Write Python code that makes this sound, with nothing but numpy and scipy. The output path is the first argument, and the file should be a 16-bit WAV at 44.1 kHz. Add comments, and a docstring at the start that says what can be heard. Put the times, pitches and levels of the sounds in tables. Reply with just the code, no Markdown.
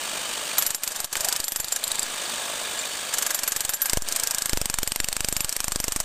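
"""Demolition hammer on concrete

An electric hammer breaks a reinforced concrete pile outdoors, a few steps away. Its crank turns
about 25 times a second: pressed on, every turn drives the chisel into the concrete; lifted, only
gears and fan churn. Each blow is a crack, a knock and a thud, a short clatter of steel and chips,
and the ring of the chisel."""
import sys
import numpy as np
from scipy import signal
from scipy.fft import rfft, irfft
from scipy.io import wavfile
from scipy.ndimage import uniform_filter1d

SR = 44100
rng = np.random.default_rng(int(sys.argv[2]) if len(sys.argv) > 2 else 0)


def store_wav(level_fs):
    """Save 16-bit WAV to argv[1]."""
    pcm = np.round(np.clip(np.atleast_2d(level_fs), -1, 1) * 32767)
    wavfile.write(sys.argv[1], SR, pcm.T.astype(np.int16))


N = 266364
TIME = np.arange(N) / SR
BLOW_TIME = np.arange(4096) / SR
TURNS_PER_S = 25


def from_db(db):
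    """Decibels to gain."""
    return 10 ** (np.asarray(db) / 20)


def unit_rms(x):
    """Scale each row to rms 1."""
    return x / np.sqrt(np.mean(x ** 2, axis=-1, keepdims=True) + 1e-20)


def curve(rows):
    """Interpolate (seconds, value) rows at every sample."""
    return np.interp(TIME, *np.transpose(rows))


def decay(t60_s):
    """Envelope that falls 60 dB in t60_s."""
    return from_db(-60 * BLOW_TIME / t60_s)


def lay(times, sounds):
    """Add one short sound at each time."""
    out = np.zeros(N + len(BLOW_TIME))
    for start_s, sound in zip(times, sounds):
        start = round(start_s * SR)
        out[start:start + len(sound)] += sound
    return out[:N]


def colour(x, spectrum, resonances=(), size=2048):
    """Minimum-phase filter with a given spectrum and resonant humps."""
    hz = np.maximum(np.arange(size // 2 + 1) * SR / size, 1)
    point_hz, point_db = np.transpose(spectrum)
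    db = np.interp(np.log(hz), np.log(point_hz), point_db)
    for centre_hz, width_hz, lift_db in resonances:
        db = db + lift_db / (1 + (2 * (hz - centre_hz) / width_hz) ** 2)
    cepstrum = irfft(np.log(from_db(db)))
    cepstrum[1:size // 2] *= 2
    cepstrum[size // 2 + 1:] = 0
    impulse = irfft(np.exp(rfft(cepstrum)))
    return signal.fftconvolve(np.atleast_2d(x), impulse[None], axes=1)[:, :x.shape[-1]]


def bursts(times, level_db, envelope, spectrum, held_s, resonances=(), snap=0):
    """Dense modes dying together after an optional snap, with the energy of level_db held for held_s."""
    drive = rng.standard_normal((len(times), len(BLOW_TIME))) * envelope
    drive[:, 0] += snap * np.linalg.norm(envelope)
    sounds = unit_rms(colour(drive, spectrum, resonances))
    return lay(times, sounds * np.sqrt(held_s / BLOW_TIME[-1]) * from_db(level_db)[:, None])


def wavering_tone(rows, width_hz, steady):
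    """Tone on a pitch and level curve: pure at steady=1, a narrow noise band at 0."""
    times, hz, level_db = np.transpose(rows)
    lowpass = signal.butter(2, width_hz / 2, fs=SR, output="sos")
    drift = signal.sosfilt(lowpass, rng.standard_normal((2, N)))
    along, across = unit_rms(drift) * np.sqrt(1 - steady)
    phase = 2 * np.pi * np.cumsum(np.interp(TIME, times, hz)) / SR
    wave = (np.sqrt(2 * steady) + along) * np.sin(phase) + across * np.cos(phase)
    return wave * np.interp(TIME, times, from_db(level_db), left=0, right=0)


# Runs of blows, paced by the load. Each row: first blow in seconds, last blow in seconds, count.
BLOW_RUNS = [(.5822, .7465, 5), (.8345, 1.044, 6), (1.1275, 1.3257, 6), (1.3625, 1.5998, 7),
             (1.644, 1.7605, 4), (1.8395, 1.9935, 5), (2.0297, 2.0297, 1), (3.1384, 3.1833, 2),
             (3.2235, 3.346, 4), (3.3903, 3.736, 9), (3.8178, 3.8972, 3), (3.9327, 3.9719, 2),
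             (4.0215, 4.0215, 1), (4.0868, 4.5322, 13), (4.573, 4.741, 5), (4.7865, 4.9198, 4),
             (4.960, 5.128, 5), (5.1663, 5.4458, 8), (5.493, 5.493, 1), (5.526, 5.759, 7),
             (5.8013, 6.0018, 6)]


def blow_times():
    """One blow per crank turn, evenly spaced within a run."""
    return np.concatenate([np.linspace(first, last, round(count)) for first, last, count in BLOW_RUNS])


def crank():
    """Crank angle in radians, whole turns between blows, and load (1 while pressed on)."""
    blows_s = blow_times()
    start_s = blows_s[0] - np.ceil(blows_s[0] * TURNS_PER_S) / TURNS_PER_S
    strokes_s = np.concatenate([[start_s], blows_s, [blows_s[-1] + 1 / TURNS_PER_S]])
    turns = np.cumsum(np.round(np.diff(strokes_s, prepend=start_s) * TURNS_PER_S))
    hits = np.zeros(N)
    hits[np.round(blows_s * SR).astype(int)] = 1
    hits_per_s = uniform_filter1d(uniform_filter1d(hits, size=3600), size=1800) * SR
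    load = np.clip(hits_per_s / TURNS_PER_S, 0, 1)
    return 2 * np.pi * np.interp(TIME, strokes_s, turns), load


# Machine noise as heard. Each row: time in seconds, base level in dB.
HEARD_LEVEL = [(0.0, -32), (0.49, -32), (0.57, -31), (0.77, -43), (0.93, -38), (1.35, -35), (1.5, -46.5),
               (1.61, -43), (1.92, -34.5), (2.34, -31.5), (3.18, -33.5), (3.5, -40.5), (3.95, -39),
               (4.05, -33.5), (4.19, -36.5), (4.31, -38.5), (4.61, -42.5), (4.71, -43.5), (5.0, -43.5),
               (5.38, -41.5), (5.74, -43.5), (6.04, -44)]
# Brief dips in gaps between blows. Each row: centre in seconds, depth in dB.
GAP_DIPS = [(.79, 2.5), (1.085, 11.5), (3.78, 2.5), (4.02, 11.5)]


def heard_db(half_width_s=0.043):
    """Machine noise level, ducked as by automatic gain control during hammering, with dips in gaps."""
    dips_db = sum(depth_db * np.exp(-((TIME - at_s) / half_width_s) ** 2) for at_s, depth_db in GAP_DIPS)
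    return curve(HEARD_LEVEL) - dips_db


# Gear noise spectrum. Each row: frequency in Hz, relative density in dB.
GEAR_SPECTRUM = [(30, -9.5), (100, -14), (220, -5), (500, -6.5), (900, -2.5), (2000, -3.5), (3200, -4.5),
                 (4500, -3), (5300, -5), (7000, -1.5), (8800, 0.5), (10600, -13.5), (15500, -14.5)]
# Gear housing resonances. Each row: centre in Hz, width in Hz, lift in dB.
HOUSING_MODES = [(593, 260, 8.5), (888, 21, 7), (1194, 350, 4.5), (1670, 143, 7), (2470, 790, 2.5),
                 (3060, 500, 4), (3760, 500, 3.5), (4680, 200, 0.5), (9330, 190, -1), (13400, 410, 5.5)]


def motor(free_running_db=-33, gain_db=0.94):
    """Gear and fan noise throbs twice a turn; in hammering it ducks after a blow, swells before the next."""
    angle, load = crank()
    angle = angle + 1.0  # the swell leads the blow
    free_db = 2.0 * np.cos(2 * angle) + 0.37 * np.cos(angle)
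    hammering_db = 3.0 * np.cos(angle) + 2.0 * np.cos(2 * angle)
    throb_db = (1 - load) * free_db + load * hammering_db
    noise = rng.standard_normal(N)
    grain_db = 1.84 * np.repeat(rng.standard_normal(N // 32 + 1), 32)[:N]
    churn = unit_rms(colour(noise * from_db(grain_db), GEAR_SPECTRUM, HOUSING_MODES)[0])
    treble = signal.sosfilt(signal.butter(1, 5000, "high", fs=SR, output="sos"), churn)
    lift_db = 1.0 + 0.22 * (free_running_db - curve(HEARD_LEVEL))  # thinner when quieter
    churn = churn + (from_db(lift_db) - 1) * treble
    return churn * from_db(heard_db() + throb_db + gain_db)


# Loose gear teeth. Each entry: ping frequency in Hz.
TOOTH_HZ = [2417, 3010, 3350, 3670, 4450, 4600]


def gear_rattle(pings_per_tooth_per_s=18, t60_s=0.032, gain_db=-10.0):
    """Gear teeth take up their slack at random and ping, following the heard machine level."""
    pings = 0
    radius = from_db(-60 / (t60_s * SR))
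    for hz in TOOTH_HZ:
        touches = (rng.random(N) < pings_per_tooth_per_s / SR) * rng.uniform(0.77, 1, N)
        step_rad = 2 * np.pi * hz / SR
        feedback = [1, -2 * radius * np.cos(step_rad), radius ** 2]
        pings = pings + signal.lfilter([0, np.sin(step_rad)], feedback, touches + 1e-18)
    return unit_rms(pings) * from_db(heard_db() + gain_db)


# Commutator whine. Each row: time in seconds, pitch in Hz, level in dB.
WHINE_PATH = [(0, 2996, -43), (.35, 3000, -46), (.65, 2820, -57), (1.7, 3600, -57), (2.1, 3680, -45),
              (2.75, 3580, -43.5), (3.1, 3650, -70)]


def commutator_whine():
    """The commutator of the free-running motor whines in a narrow noise band."""
    return wavering_tone(WHINE_PATH, width_hz=300, steady=0)


# Share of a blow that glances off. Each row: time in seconds, share from 0 to 1.
GLANCING_SHARE = [(.6, 0.1), (1.0, .3), (1.6, 0.4), (1.68, 1), (1.72, 0.24), (1.8, 1), (2.03, 0.92),
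                  (2.1, 0)]
# Spectra of the contact. Each row: frequency in Hz, relative density in dB.
CRACK_SPECTRUM = [(1500, -25), (3500, -15.5), (4600, -4.5), (5700, -1), (6400, -7.5), (7400, -2.5),
                  (8300, 2.5), (9300, -5), (10800, -15.5), (12000, -2.5), (13000, -21), (15500, -62)]
CLINK_SPECTRUM = [(1500, -42), (3300, -8), (4500, -4.5), (5600, -25), (7500, -11), (10000, -15.5),
                  (12000, -18), (15500, -33)]
CLATTER_SPECTRUM = [(250, -21), (650, -3.5), (1200, -5), (1650, -1), (2200, -7.5), (4700, -6.5),
                    (6400, -0.5), (7400, 2.5), (8400, -2.5), (10600, -6.5), (11900, -3.5), (12900, -6),
                    (15500, -17)]
# Bar resonances in a glancing blow. Each row: centre in Hz, width in Hz, lift in dB.
CLINK_RESONANCES = [(3810, 280, 5), (4757, 186, 16), (7580, 1400, 17.5), (9860, 980, 14), (11670, 210, 22)]


def chisel_contact(times, crack_db, clatter_db):
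    """Biting steel cracks, then tool and chips clatter; glancing steel clinks."""
    crack = bursts(times, crack_db, decay(0.013), CRACK_SPECTRUM, held_s=0.0013, snap=0.56)
    clink_db = crack_db - 6 * (np.arange(len(times)) % 2)  # every second clink is weaker
    clink = bursts(times, clink_db, decay(0.017), CLINK_SPECTRUM, held_s=0.0023,
                   resonances=CLINK_RESONANCES)
    swell = decay(0.044) * (1 - decay(0.0085)) ** 2
    clatter = bursts(times, clatter_db, swell, CLATTER_SPECTRUM, held_s=0.016)
    glancing = curve(GLANCING_SHARE)
    return np.sqrt(1 - glancing) * (crack + clatter) + np.sqrt(glancing) * clink


def chisel_ring(times, level_db, modes, scatter_db, shift, blur_hz=70):
    """The bar rings lengthwise; grip shifts each mode per blow, and rubbing in the holder blurs it."""
    rings = 0
    for hz, mode_db, t60_s in modes:
        strength, detune, phase = rng.standard_normal((len(times), 3)).T[:, :, None]
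        walk = np.cumsum(rng.standard_normal((len(times), len(BLOW_TIME))), axis=1)
        rubbing_rad = walk * np.sqrt(2 * np.pi * blur_hz / SR)
        wave = np.sin(2 * np.pi * (hz * (1 + shift * detune) * BLOW_TIME + phase) + rubbing_rad)
        gain = from_db(level_db[:, None] + mode_db + scatter_db * strength)
        rings = rings + wave * decay(t60_s) * gain
    return lay(times, rings)


# Spectrum of the shove on the pile. Each row: frequency in Hz, relative density in dB.
BOOM_SPECTRUM = [(25, 2.5), (70, -1.5), (150, -1), (300, 1), (550, 1.5), (1000, -13.5), (2000, -30)]


def boom(times, level_db, t60_s=0.008, held_s=0.0065):
    """The pile is shoved as a whole: one smooth pressure pulse per blow, of either sign."""
    pulse = unit_rms(colour(decay(t60_s), BOOM_SPECTRUM)) * np.sqrt(held_s / BLOW_TIME[-1])
    gains = from_db(level_db) * rng.choice([-1, 1], len(times))
    return lay(times, pulse * gains[:, None])


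def jolts(times, level_db, settle_s=0.09):
    """Hard blows knock the microphone off its rest level, one way then back; it settles slowly."""
    kicks, offset = np.zeros(N), 0
    for at_s, gap_s, size in zip(times, np.diff(times, prepend=0), from_db(level_db)):
        offset *= np.exp(-gap_s / settle_s)
        kick = -size if offset > 0 else size
        kicks[round(at_s * SR)] = kick
        offset += kick
    steps = signal.lfilter([1], [1, -np.exp(-1 / (settle_s * SR))], kicks + 1e-18)
    return signal.sosfilt(signal.butter(1, 450, fs=SR, output="sos"), steps)


# Spectra of the struck concrete. Each row: frequency in Hz, relative density in dB.
KNOCK_SPECTRUM = [(500, -16.5), (1100, -1.5), (1600, 3.5), (2100, 3), (3000, 4.5), (4000, -1), (6000, -8)]
THUD_SPECTRUM = [(100, -34), (200, -4), (400, -4), (650, 0), (1000, -2), (1800, -14), (4000, -59)]


def pile(times, knock_db, thud_db, firm_thud_db=-27.5):
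    """Concrete knocks and thuds; the firmer the thud, the more it booms and jolts."""
    knock = bursts(times, knock_db, decay(0.012), KNOCK_SPECTRUM, held_s=0.0032, snap=0.7)
    thud = bursts(times, thud_db, decay(0.0078), THUD_SPECTRUM, held_s=0.0022, snap=0.36)
    firmness_db = thud_db - firm_thud_db
    boom_db = -30 + 1.22 * firmness_db
    jolt_db = np.minimum(-28 + 1.37 * firmness_db, -20)
    return knock + thud + boom(times, boom_db) + jolts(times, jolt_db)


# How the chisel sits: loose at first, later dug in.
# Each row: time in seconds, then crack, clatter, knock, thud and ring levels in dB.
CONTACT_LEVELS = [(.58, -13, -19.5, -20.5, -46, -22), (.69, -15, -30, -31, -36, -31.5),
                  (.87, -17.5, -29, -28, -45, -30), (.94, -26, -34, -56, -47, -35),
                  (1.01, -16, -31, -30, -37, -35), (1.14, -21.5, -25, -49, -38.5, -47),
                  (1.3, -12.5, -23.5, -26, -42.5, -45), (1.44, -16.5, -38, -33, -49, -32.5),
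                  (1.56, -18.5, -26.5, -30, -33.5, -27), (1.66, -21.5, -31, -44, -42, -44),
                  (1.76, -15, -21.5, -49, -44, -50), (2.0, -13.5, -29, -34, -37, -42),
                  (3.14, -15.5, -23.5, -34, -49, -35), (3.3, -20.5, -24.5, -31, -43, -29),
                  (3.66, -14, -27.5, -26.5, -37, -35), (3.8, -22, -29.5, -34, -41.5, -23),
                  (3.93, -8.5, -29, -20, -41, -39), (4.02, -22, -40, -46, -39, -52),
                  (4.14, -12, -26.5, -49, -44, -46), (4.46, -14.5, -32.5, -24.5, -35.5, -38),
                  (4.58, -14.5, -36, -25, -26.5, -44), (4.85, -13.5, -37, -24, -32, -36),
                  (5.08, -15.5, -46, -24.5, -32, -41), (5.431, -13.5, -33, -23.5, -28, -34),
                  (5.51, -16.5, -35, -29, -40, -52), (5.62, -15, -38.5, -25, -28.5, -42),
                  (6.0, -14.5, -31.5, -29.5, -27.5, -39)]
# Blow-to-blow scatter. Standard deviations in dB of crack, clatter, knock, thud and ring.
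CONTACT_SCATTER_DB = [0.77, 1.6, 1.3, 1.5, 5.8]
# Chisel modes. Each row: frequency in Hz, relative level in dB, t60 in seconds.
LOWER_MODES = [(7290, -10, 0.031), (7260, -3.5, 0.071), (7800, -6, 0.031)]
UPPER_MODES = [(11000, -4, 0.054), (11950, 2, 0.081), (12200, -10, .05), (11400, -1.5, 0.066)]


def blows():
    """Each blow sounds the contact, the chisel and the pile, at levels set by how the chisel sits."""
    times = blow_times()
    contact_s, *columns = np.transpose(CONTACT_LEVELS)
    mean_db = np.array([np.interp(times, contact_s, column) for column in columns])
    chance_db = rng.standard_normal((len(times), len(columns))) * CONTACT_SCATTER_DB
    crack_db, clatter_db, knock_db, thud_db, ring_db = mean_db + chance_db.T
    contact = chisel_contact(times, crack_db, clatter_db)
    lower = chisel_ring(times, -14.5 + 0.42 * ring_db, LOWER_MODES, scatter_db=4.0, shift=0.0048)
    upper = chisel_ring(times, ring_db, UPPER_MODES, scatter_db=0.5, shift=0.0064)
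    return contact + lower + upper + pile(times, knock_db, thud_db)


# Chisel bounces. Each row: start in seconds, lower ring level in dB, upper ring level in dB.
CHISEL_BOUNCES = [(.585, -26, -42), (.750, -40, -30), (1.445, -23, -38), (1.601, -19, -30),
                  (1.725, -16.5, -33), (2.7902, -17.5, -65), (3.345, -17.5, -42), (3.741, -16.5, -25),
                  (5.002, -24, -36)]
# Upper modes of the freed bar. Each row: frequency in Hz, relative level in dB, t60 in seconds.
FREE_MODES = [(11400, 3, 0.083), (12050, -2, .05)]


def bounces():
    """The bar bounces clear of the concrete and rings on."""
    times, lower_db, upper_db = np.transpose(CHISEL_BOUNCES)
    lower = chisel_ring(times, lower_db, LOWER_MODES, scatter_db=0.5, shift=0.0066)
    upper = chisel_ring(times, upper_db, FREE_MODES, scatter_db=1, shift=0.003)
    return lower + upper


# Lumps breaking off. Each row: start in seconds, knock level in dB, thud level in dB.
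LUMP_BREAKS = [(1.1545, -18.5, -44), (1.3995, -31, -35.5), (3.9331, -24, -26), (3.9729, -23, -21),
               (4.5323, -26, -24.5), (4.573, -33, -27), (4.7864, -25.5, -25), (5.0016, -20.5, -26.5)]


def breaks():
    """A lump gives way with a heavy knock from the pile alone."""
    return pile(*np.transpose(LUMP_BREAKS))


# Squeak. Each row: time in seconds, pitch in Hz, level in dB.
SQUEAK_PATH = [(1.19, 580, -75), (1.225, 616, -42), (1.255, 684, -34), (1.275, 726, -35), (1.295, 842, -52),
               (1.325, 957, -39), (1.36, 980, -73)]


def squeak():
    """A short rising squeak, half tone and half noise."""
    return wavering_tone(SQUEAK_PATH, width_hz=130, steady=0.5)


# Housing howl. Each row: time in seconds, pitch in Hz, level in dB.
HOWL_PATH = [(3.2, 1690, -50), (3.75, 1657, -54), (3.85, 1647, -40), (3.91, 1590, -47), (3.98, 1650, -59),
             (4.1, 1627, -47), (4.45, 1645, -46), (4.62, 1658, -86), (6.04, 1682, -70)]


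def housing_howl():
    """The housing howls as the tool is leaned on."""
    return wavering_tone(HOWL_PATH, width_hz=150, steady=0)


def scene():
    """The machine and its blows, in mono."""
    machine = motor() + gear_rattle() + commutator_whine() + housing_howl() + squeak()
    return (machine + blows() + breaks() + bounces())[None]


def record(dry, ceiling=0.44, cutoff_hz=15400):
    """Round off the sharpest peaks, then cut the top treble."""
    lowpass = signal.ellip(10, 0.2, 70, cutoff_hz, fs=SR, output="sos")
    return signal.sosfilt(lowpass, ceiling * np.tanh(dry / ceiling))


dry = scene()
out = record(dry)
store_wav(out)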